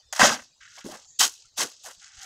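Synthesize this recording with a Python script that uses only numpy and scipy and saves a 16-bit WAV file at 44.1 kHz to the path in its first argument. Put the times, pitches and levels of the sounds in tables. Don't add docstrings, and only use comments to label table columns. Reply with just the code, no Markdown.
import sys
import numpy as np
from scipy import signal
from scipy.fft import rfft, irfft, next_fast_len
from scipy.io import wavfile
from scipy.ndimage import uniform_filter1d, map_coordinates

SR = 44100
rng = np.random.default_rng(int(sys.argv[2]) if len(sys.argv) > 2 else 0)


def transcribe(signal):
    frames = np.atleast_2d(signal).T
    limited = np.clip(frames, -1, 1)
    pcm = np.round(limited * 32767).astype(np.int16)
    wavfile.write(sys.argv[1], SR, pcm)


def attenuation_scalar(level_db):
    decades = np.asarray(level_db, float) / 20
    return 10 ** decades


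N = 99225

# time in seconds, force in dB, heavy stones over grit in dB.
POUR_FORCE = [(.188, -49, -8), (.194, -21.5, 2.5), (.22, -20, 5), (.262, -18.5, 1), (.285, -26.5, 0),
              (.345, -32, 0), (0.371, -48.5, 6.5), (0.452, -57.5, -8), (0.538, -83, -15.5)]
# pitch in Hz, width in Hz, level in dB.
BUCKET_MODES = [(570, 25, -6.5), (740, 23, -6), (1090, 1400, -4.5), (1528, 46, 3), (1748, 30, -4),
                (1901, 39, -4), (3062, 120, -10)]
# pitch in Hz, width in Hz, level in dB.
BLADE_MODES = [(730, 97, -17), (1106, 60, -8), (1399, 140, -5), (1957, 110, -17.5), (2810, 49.6, -8.5),
               (2910, 22, -6)]


def unit(x):
    return x / np.sqrt(np.mean(x ** 2) + 1e-20)


def along(points, hz):
    f, v = np.transpose(points)
    return np.interp(np.log(hz + 1), np.log(f + 1), v)


def curves(rows):
    s, first, *cols = np.transpose(rows)
    t = np.arange(N) / SR
    return [np.interp(t, s, first, -140, -140)] + [np.interp(t, s, c) for c in cols]


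def wobble(rate):
    knots = rng.standard_normal(int(N * rate / SR) + 4)
    return map_coordinates(knots, [np.arange(N) * rate / SR])


def filtered(x, response):
    m = next_fast_len(N + SR // 8, True)
    return irfft(rfft(x, m) * response(np.fft.rfftfreq(m, 1 / SR)), m)[..., :N]


def peak(f, hz, width_hz):
    return 1j * f * width_hz / (hz * hz - f * f + 1j * f * width_hz)


def noise_mode(hz, width_hz):
    return unit(filtered(rng.standard_normal(N), lambda f: peak(f, hz, width_hz) ** 2))


def sizes(u):
    scatter_db, biggest_db = 2.2, 4
    return attenuation_scalar(np.minimum(-scatter_db * np.log(u), biggest_db))


def clicks(at, hz, size, cycles):
    k = np.arange(128)
    turns = k * hz[:, None] / SR
    waves = size[:, None] * np.sin(2 * np.pi * turns) * np.exp(-turns / cycles) * (1 - k / len(k))
    return np.bincount((at[:, None] + k).ravel(), waves.ravel(), N + len(k))[:N]


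def grit(span, spectrum, tilt_db):
    grains_per_s, hiss_share, top_from_hz = 5000, 0.62, 8430
    a, b = span
    u = rng.random((int(grains_per_s * (b - a) / SR), 3))
    lo, hi = spectrum[1][0], spectrum[-2][0]
    hz = lo + (hi - lo) * u[:, 1]
    at = a + (u[:, 0] * (b - a)).astype(int)
    white = clicks(at, hz, sizes(u[:, 2]) * hz ** .5, cycles=2.5)
    white = white / white[a:b].std() + hiss_share * rng.standard_normal(N)

    def colour(f):
        return attenuation_scalar(along(spectrum, f) + tilt_db * np.log2(np.clip(f / 6000, 1, 1.6)))

    full = filtered(white, colour)
    main = filtered(full, lambda f: 1 / (1 + (f / top_from_hz) ** 24))
    return np.array([main, full - main]) / main[a:b].std()


def flow(span_s, force_db, weight_db, body, low_hz, tilt_db, knee_db):
    # frequency in Hz, density in dB per Hz.
    grit_colour = [(1300, -67.5), (2500, -6), (3150, -6), (4270, -4.5), (6490, 0), (8600, -9), (15600, -22),
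                   (16200, -51.5)]
    blows_per_s, dead_share, knock_top_hz = 2000, 0.98, 2300
    a, b = int(span_s[0] * SR), min(int(span_s[1] * SR), N)
    main, top = grit((a, b), grit_colour, tilt_db)
    clump_db = np.clip(-force_db / 18, 1, 2.5)
    top_db = 2.4 * np.minimum(force_db - knee_db, 0)
    fine = attenuation_scalar(force_db + clump_db * wobble(150)) * (main + attenuation_scalar(top_db) * top)

    u = rng.random((3, N))
    blows = (u[0] < blows_per_s / SR) * sizes(u[1]) * np.sign(u[2] - .5)

    def wall(f):
        band = signal.butter(6, [low_hz, 3600], 'band', analog=True)
        dead = dead_share / (1 + (1j * f / knock_top_hz)) ** 2
        modes = sum(attenuation_scalar(db) * peak(f, hz, width_hz) for hz, width_hz, db in body)
        return signal.freqs(*band, f)[1] * (dead + modes)

    driven = attenuation_scalar(force_db + weight_db + clump_db * wobble(90))
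    steady, heavy = filtered(blows * [np.ones(N), driven], wall)
    return fine + heavy / steady[a:b].std()


def stroke(rows, body, low_hz, tilt_db, knee_db):
    return flow((rows[0][0], rows[-1][0]), *curves(rows), body, low_hz, tilt_db, knee_db)


def pushes(rows, width):
    t, out = np.arange(N) / SR, np.zeros(N)
    for s, length, db, hz, t60 in rows:
        attack = np.clip((t - s) / .006, 0, 1)
        decay = attenuation_scalar(-60 * np.maximum(t - s - length, 0) / t60)
        out += attenuation_scalar(db) * attack * decay * noise_mode(hz, width * hz)
    return out


def garden():
    # frequency in Hz, density in dB per Hz.
    garden_colour = [(25, -11.5), (100, -5.5), (250, -20.5), (2400, -24), (4600, -10), (7600, -15),
                     (8400, -31), (16500, -45)]
    # start in seconds, length in seconds, pitch in Hz, level in dB rms.
    calls = [(.02, .105, 3580, -67), (0, .018, 3050, -66), (.47, .23, 3850, -73), (1.1, .07, 1850, -74),
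             (.03, .02, 1900, -68), (1.05, .02, 800, -64), (1.05, .015, 1300, -68),
             (1.445, .025, 1350, -68)]
    level_db, patchy_db = -63.5, 5
    z = signal.stft(rng.standard_normal(N + 512), nperseg=512)[2]
    field = uniform_filter1d(rng.standard_normal(z.shape), 3, 0)
    field = uniform_filter1d(field, 6, 1)
    bed = signal.istft(z * attenuation_scalar(patchy_db * unit(field)), nperseg=512)[1][:N]
    out = attenuation_scalar(level_db) * unit(filtered(bed, lambda f: attenuation_scalar(along(garden_colour, f))))
    t = np.arange(N) / SR
    for s, length, hz, db in calls:
        gate = np.clip(np.minimum(t - s, s + length - t) / 0.0044, 0, 1)
        turns = np.cumsum(hz + 45 * wobble(300)) / SR
        out += gate * attenuation_scalar(db + 3 * wobble(90)) * np.sin(2 * np.pi * turns)
    return out


def loose():
    # start in seconds, force in dB, heavy stones over grit in dB, dying in dB per second.
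    handfuls = [(0.126, -32.5, 1, 144), (0.136, -36, -5, 1204), (0.148, -36, -8, 705),
                (0.154, -39, 0.5, 496.5), (.161, -31.5, 3, 694), (0.178, -37.5, 4, 297.5)]
    s, db, weight_db, dying = np.transpose(handfuls)
    t, end_s = np.arange(N) / SR, POUR_FORCE[1][0]
    last = np.maximum(np.searchsorted(s, t) - 1, 0)
    force_db = np.where(t > s[0], db[last] - dying[last] * (t - s[last]), -70)
    force_db = uniform_filter1d(force_db, size=60)
    force_db[(t < s[0] - .002) | (t > end_s)] = -140
    return flow((s[0], end_s), force_db, weight_db[last], BUCKET_MODES, low_hz=620, tilt_db=0, knee_db=-43.5)


def pour():
    return stroke(POUR_FORCE, BUCKET_MODES, low_hz=480, tilt_db=-6, knee_db=-55)


def thuds():
    # start in seconds, length in seconds, level in dB rms, pitch in Hz, t60 in seconds.
    hollow = [(0.193, 0.033, -36, 200, 0.33), (0.224, 0.072, -35, 222, 0.22),
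              (.772, 0.02, -49.5, 900, 0.058), (0.844, 0.027, -43.5, 280, 0.13),
              (0.893, 0.048, -51, 239, 0.13), (1.197, 0.069, -45.5, 362, 0.1),
              (1.586, 0.065, -47, 280, 0.11), (1.634, 0.015, -40.5, 270, 0.067),
              (1.858, 0.043, -64.5, 332, 0.059)]
    return pushes(hollow, width=1)


def knocks():
    # start in seconds, peak in dB, pitch in Hz, t60 in seconds.
    heavy_stones = [(0.195, -9, 1910, 0.028), (0.195, -10, 770, 0.028), (0.211, -10, 1040, 0.028),
                    (0.214, -4.5, 1600, 0.028), (0.217, -3, 2030, 0.014), (0.218, -1, 1090, 0.014),
                    (0.229, -15, 230, 0.097), (0.23, -6, 1930, 0.014), (0.232, -7.5, 770, 0.014),
                    (0.233, -13.5, 1110, 0.055), (0.237, -2.5, 730, 0.019), (0.243, -10, 1497, 0.028),
                    (0.245, -9.5, 578, 0.055), (0.25, -11, 1250, 0.028), (0.253, -16.5, 1600, 0.055),
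                    (0.291, -9.5, 1042, 0.014), (0.292, -19, 1711, 0.033), (0.302, -15.5, 1254, 0.028),
                    (0.307, -17.5, 990, 0.011), (0.315, -26.5, 1596, 0.12), (0.322, -14, 1320, 0.016),
                    (0.323, -23, 866, 0.04), (0.782, -31.5, 2200, 0.012), (0.846, -36, 231, 0.055),
                    (0.852, -33, 279, 0.045), (0.861, -25, 276, 0.029), (0.862, -32.5, 428, 0.031),
                    (0.873, -34, 325, 0.054), (0.888, -33.5, 612, 0.065), (0.897, -36, 334, 0.045),
                    (0.922, -33.5, 780, 0.036), (1.203, -22, 1940, 0.055), (1.206, -16.5, 1519, 0.026),
                    (1.208, -11, 2946, 0.015), (1.213, -6.5, 3086, 0.016), (1.217, -13, 1229, 0.017),
                    (1.23, -16.5, 2897, 0.014), (1.233, -25, 3137, 0.11), (1.601, -18.5, 2040, 0.016),
                    (1.603, -15.5, 1030, 0.011), (1.608, -26, 3103, 0.068), (1.609, -24, 684, 0.021),
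                    (1.616, -20.5, 2140, 0.026), (1.619, -19, 1010, 0.0092), (1.846, -41, 782, 0.053),
                    (1.871, -35.5, 704, 0.024), (1.877, -36.5, 1484, 0.03), (1.881, -40, 547, 0.032),
                    (1.886, -30.5, 1000, 0.012)]
    attack_s = .001
    out, t = np.zeros(N + SR), np.arange(SR // 8) / SR
    for s, db, hz, t60 in heavy_stones:
        envelope = attenuation_scalar(db - 60 * t / t60) * (1 - np.exp(-t / attack_s))
        out[round(s * SR):][:len(t)] += envelope * np.sin(2 * np.pi * hz * t)
    return out[:N]


def booms():
    # start in seconds, length in seconds, level in dB rms, pitch in Hz, t60 in seconds.
    bucket_air = [(.24, 0.042, -31.5, 226, .15), (.31, 0.039, -45, 228, 0.18)]
    return pushes(bucket_air, width=.22)


def rattle():
    # time in seconds, force in dB, heavy stones over grit in dB.
    force = [(.603, -63.5, -1), (.61, -58.5, 5.5), (.664, -58, 4.5), (.74, -54.5, -5), (.79, -51, -2),
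             (.815, -52.5, -1), (.842, -68, 6)]
    return stroke(force, BLADE_MODES, low_hz=1300, tilt_db=0, knee_db=-49.5)


def ticks():
    # start in seconds, peak in dB, pitch in Hz.
    single_stones = [(.632, -36, 2200), (.783, -37, 2600), (.791, -35, 5000), (.812, -38, 2000),
                     (.899, -34, 5500), (.916, -37, 3300), (.962, -36, 6000), (.999, -38, 5800),
                     (1.047, -43, 4200), (1.247, -10, 6300), (1.456, -40, 6400), (1.6265, -14, 6000),
                     (1.8375, -35, 7500), (1.842, -34, 7000), (1.8455, -35, 7500), (1.8525, -27, 6000),
                     (1.9125, -31, 7200), (2.019, -40, 7000), (2.029, -35, 6400), (2.08, -36, 6000),
                     (2.108, -43, 1900), (2.157, -41, 6500), (2.244, -32, 6500)]
    s, db, hz = np.transpose(single_stones)
    at = (s * SR).astype(int)
    partners = [(0, 1, 0), (9, .45, -17), (4, 1.3, -4), (40, .9, -7)]
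    parts = sum(clicks(at + lag, ratio * hz, attenuation_scalar(db + 2 + loss_db), cycles=2.6)
                for lag, ratio, loss_db in partners)
    return filtered(parts, lambda f: (1j * f / (1200 + 1j * f)) ** 4 / (1 + (f / 10000) ** 12))


def step():
    # time in seconds, force in dB, heavy stones over grit in dB.
    force = [(.842, -53, -3), (.86, -47.5, -1), (.9, -49.5, 1), (.945, -48.5, 3.5), (.98, -53, 2),
             (1.0, -54, -7.5), (1.06, -60.5, -16.5)]
    # pitch in Hz, width in Hz, level in dB.
    earth = [(416, 500, 3.5), (861, 530, 7.5), (1557, 360, -10)]
    return stroke(force, earth, low_hz=440, tilt_db=3.1, knee_db=-49.5)


def slide():
    # time in seconds, force in dB.
    skim = [(1.03, -70), (1.09, -53), (1.15, -57.5), (1.19, -58.5)]
    # frequency in Hz, density in dB per Hz.
    scrape_colour = [(3500, -59), (5500, -22), (6300, -5.5), (7200, 3), (9500, -40.5)]
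    force_db, = curves(skim)
    span = int(skim[0][0] * SR), int(skim[-1][0] * SR)
    return attenuation_scalar(force_db + 1.9 * wobble(83)) * grit(span, scrape_colour, 0).sum(0)


def bite():
    # time in seconds, force in dB, heavy stones over grit in dB.
    force = [(1.188, -51, -20), (1.193, -20.5, -25), (1.21, -17, -5.5), (1.226, -20.5, -6.5),
             (1.252, -21.5, -8.5), (1.278, -36, -8), (1.3, -47.5, -6.5), (1.39, -53.5, -30),
             (1.5, -69.5, -30.5)]
    return stroke(force, BLADE_MODES, low_hz=740, tilt_db=2.6, knee_db=-49)


def stamp():
    # time in seconds, force in dB, heavy stones over grit in dB.
    force = [(1.56, -63, -19), (1.58, -29, -8), (1.6, -26.5, -5), (1.628, -27.5, -4), (1.65, -37.5, 0.5),
             (1.668, -46, -3), (1.72, -51.5, -13.5), (1.77, -58, -18.5), (1.835, -56, -27)]
    return stroke(force, BLADE_MODES, low_hz=450, tilt_db=0, knee_db=-49)


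def settle():
    # time in seconds, force in dB, heavy stones over grit in dB.
    force = [(1.832, -52.5, -15.5), (1.845, -48, -9), (1.862, -44, -3), (1.89, -50, 2.5), (1.92, -53, -2.5),
             (1.94, -54, -14), (2.0, -64.5, -11.5)]
    return stroke(force, BLADE_MODES, low_hz=500, tilt_db=4.08, knee_db=-52)


def lever():
    # time in seconds, force in dB, heavy stones over grit in dB.
    force = [(1.995, -60, -18), (2.015, -52.5, -8), (2.03, -53.5, 1.5), (2.104, -57, -0.5), (2.17, -53, -6),
             (2.25, -44.5, -1.5)]
    return stroke(force, BLADE_MODES, low_hz=1270, tilt_db=2, knee_db=-44.5)


def ring():
    # time in seconds, level in dB.
    hum = [(2.005, -85), (2.018, -67), (2.04, -75.5), (2.16, -84.5), (2.175, -63), (2.25, -57.5)]
    loaded_hz, flex_hz, width_hz = 782, 865, 74
    level_db, = curves(hum)
    flex = np.exp(-((np.arange(N) / SR - 2.12) / 0.043) ** 2)
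    loaded = attenuation_scalar(level_db) * noise_mode(loaded_hz, width_hz)
    return loaded + attenuation_scalar(-71.5) * flex * noise_mode(flex_hz, width_hz)


def ground_notch(stones):
    notch_hz, width_hz, depth = 2412, 200, .8
    return filtered(stones, lambda f: 1 - depth * peak(f, notch_hz, width_hz))


def rock_echo(stones):
    echo_db, t60_s, low_hz, high_hz = -8.5, 0.074, 2500, 8000
    tail = rng.standard_normal(SR // 2) * attenuation_scalar(-60 * np.arange(SR // 2) / SR / t60_s)
    echo = signal.fftconvolve(stones, tail / np.linalg.norm(tail))[:N]
    echo = filtered(echo, lambda f: 1 / (1 + (f / high_hz) ** 12) / (1 + (low_hz / (f + 1)) ** 2))
    return attenuation_scalar(echo_db) * echo


def scene():
    tipping = loose() + pour() + thuds() + knocks() + booms() + rattle() + ticks()
    digging = step() + slide() + bite() + stamp() + settle() + lever() + ring()
    stones = ground_notch(tipping + digging)
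    return (stones + rock_echo(stones) + garden())[None]


def low_pass(x):
    return signal.sosfilt(signal.butter(12, 16610, fs=SR, output="sos"), x)


def record(dry):
    ceiling, top_hz = .85, 16200
    soft = dry[0] / (1 + np.abs(dry[0] / ceiling) ** 4) ** .25
    mix = filtered(soft, lambda f: f < top_hz)[None]
    return low_pass(mix)


dry = scene()
out = record(dry)
transcribe(out)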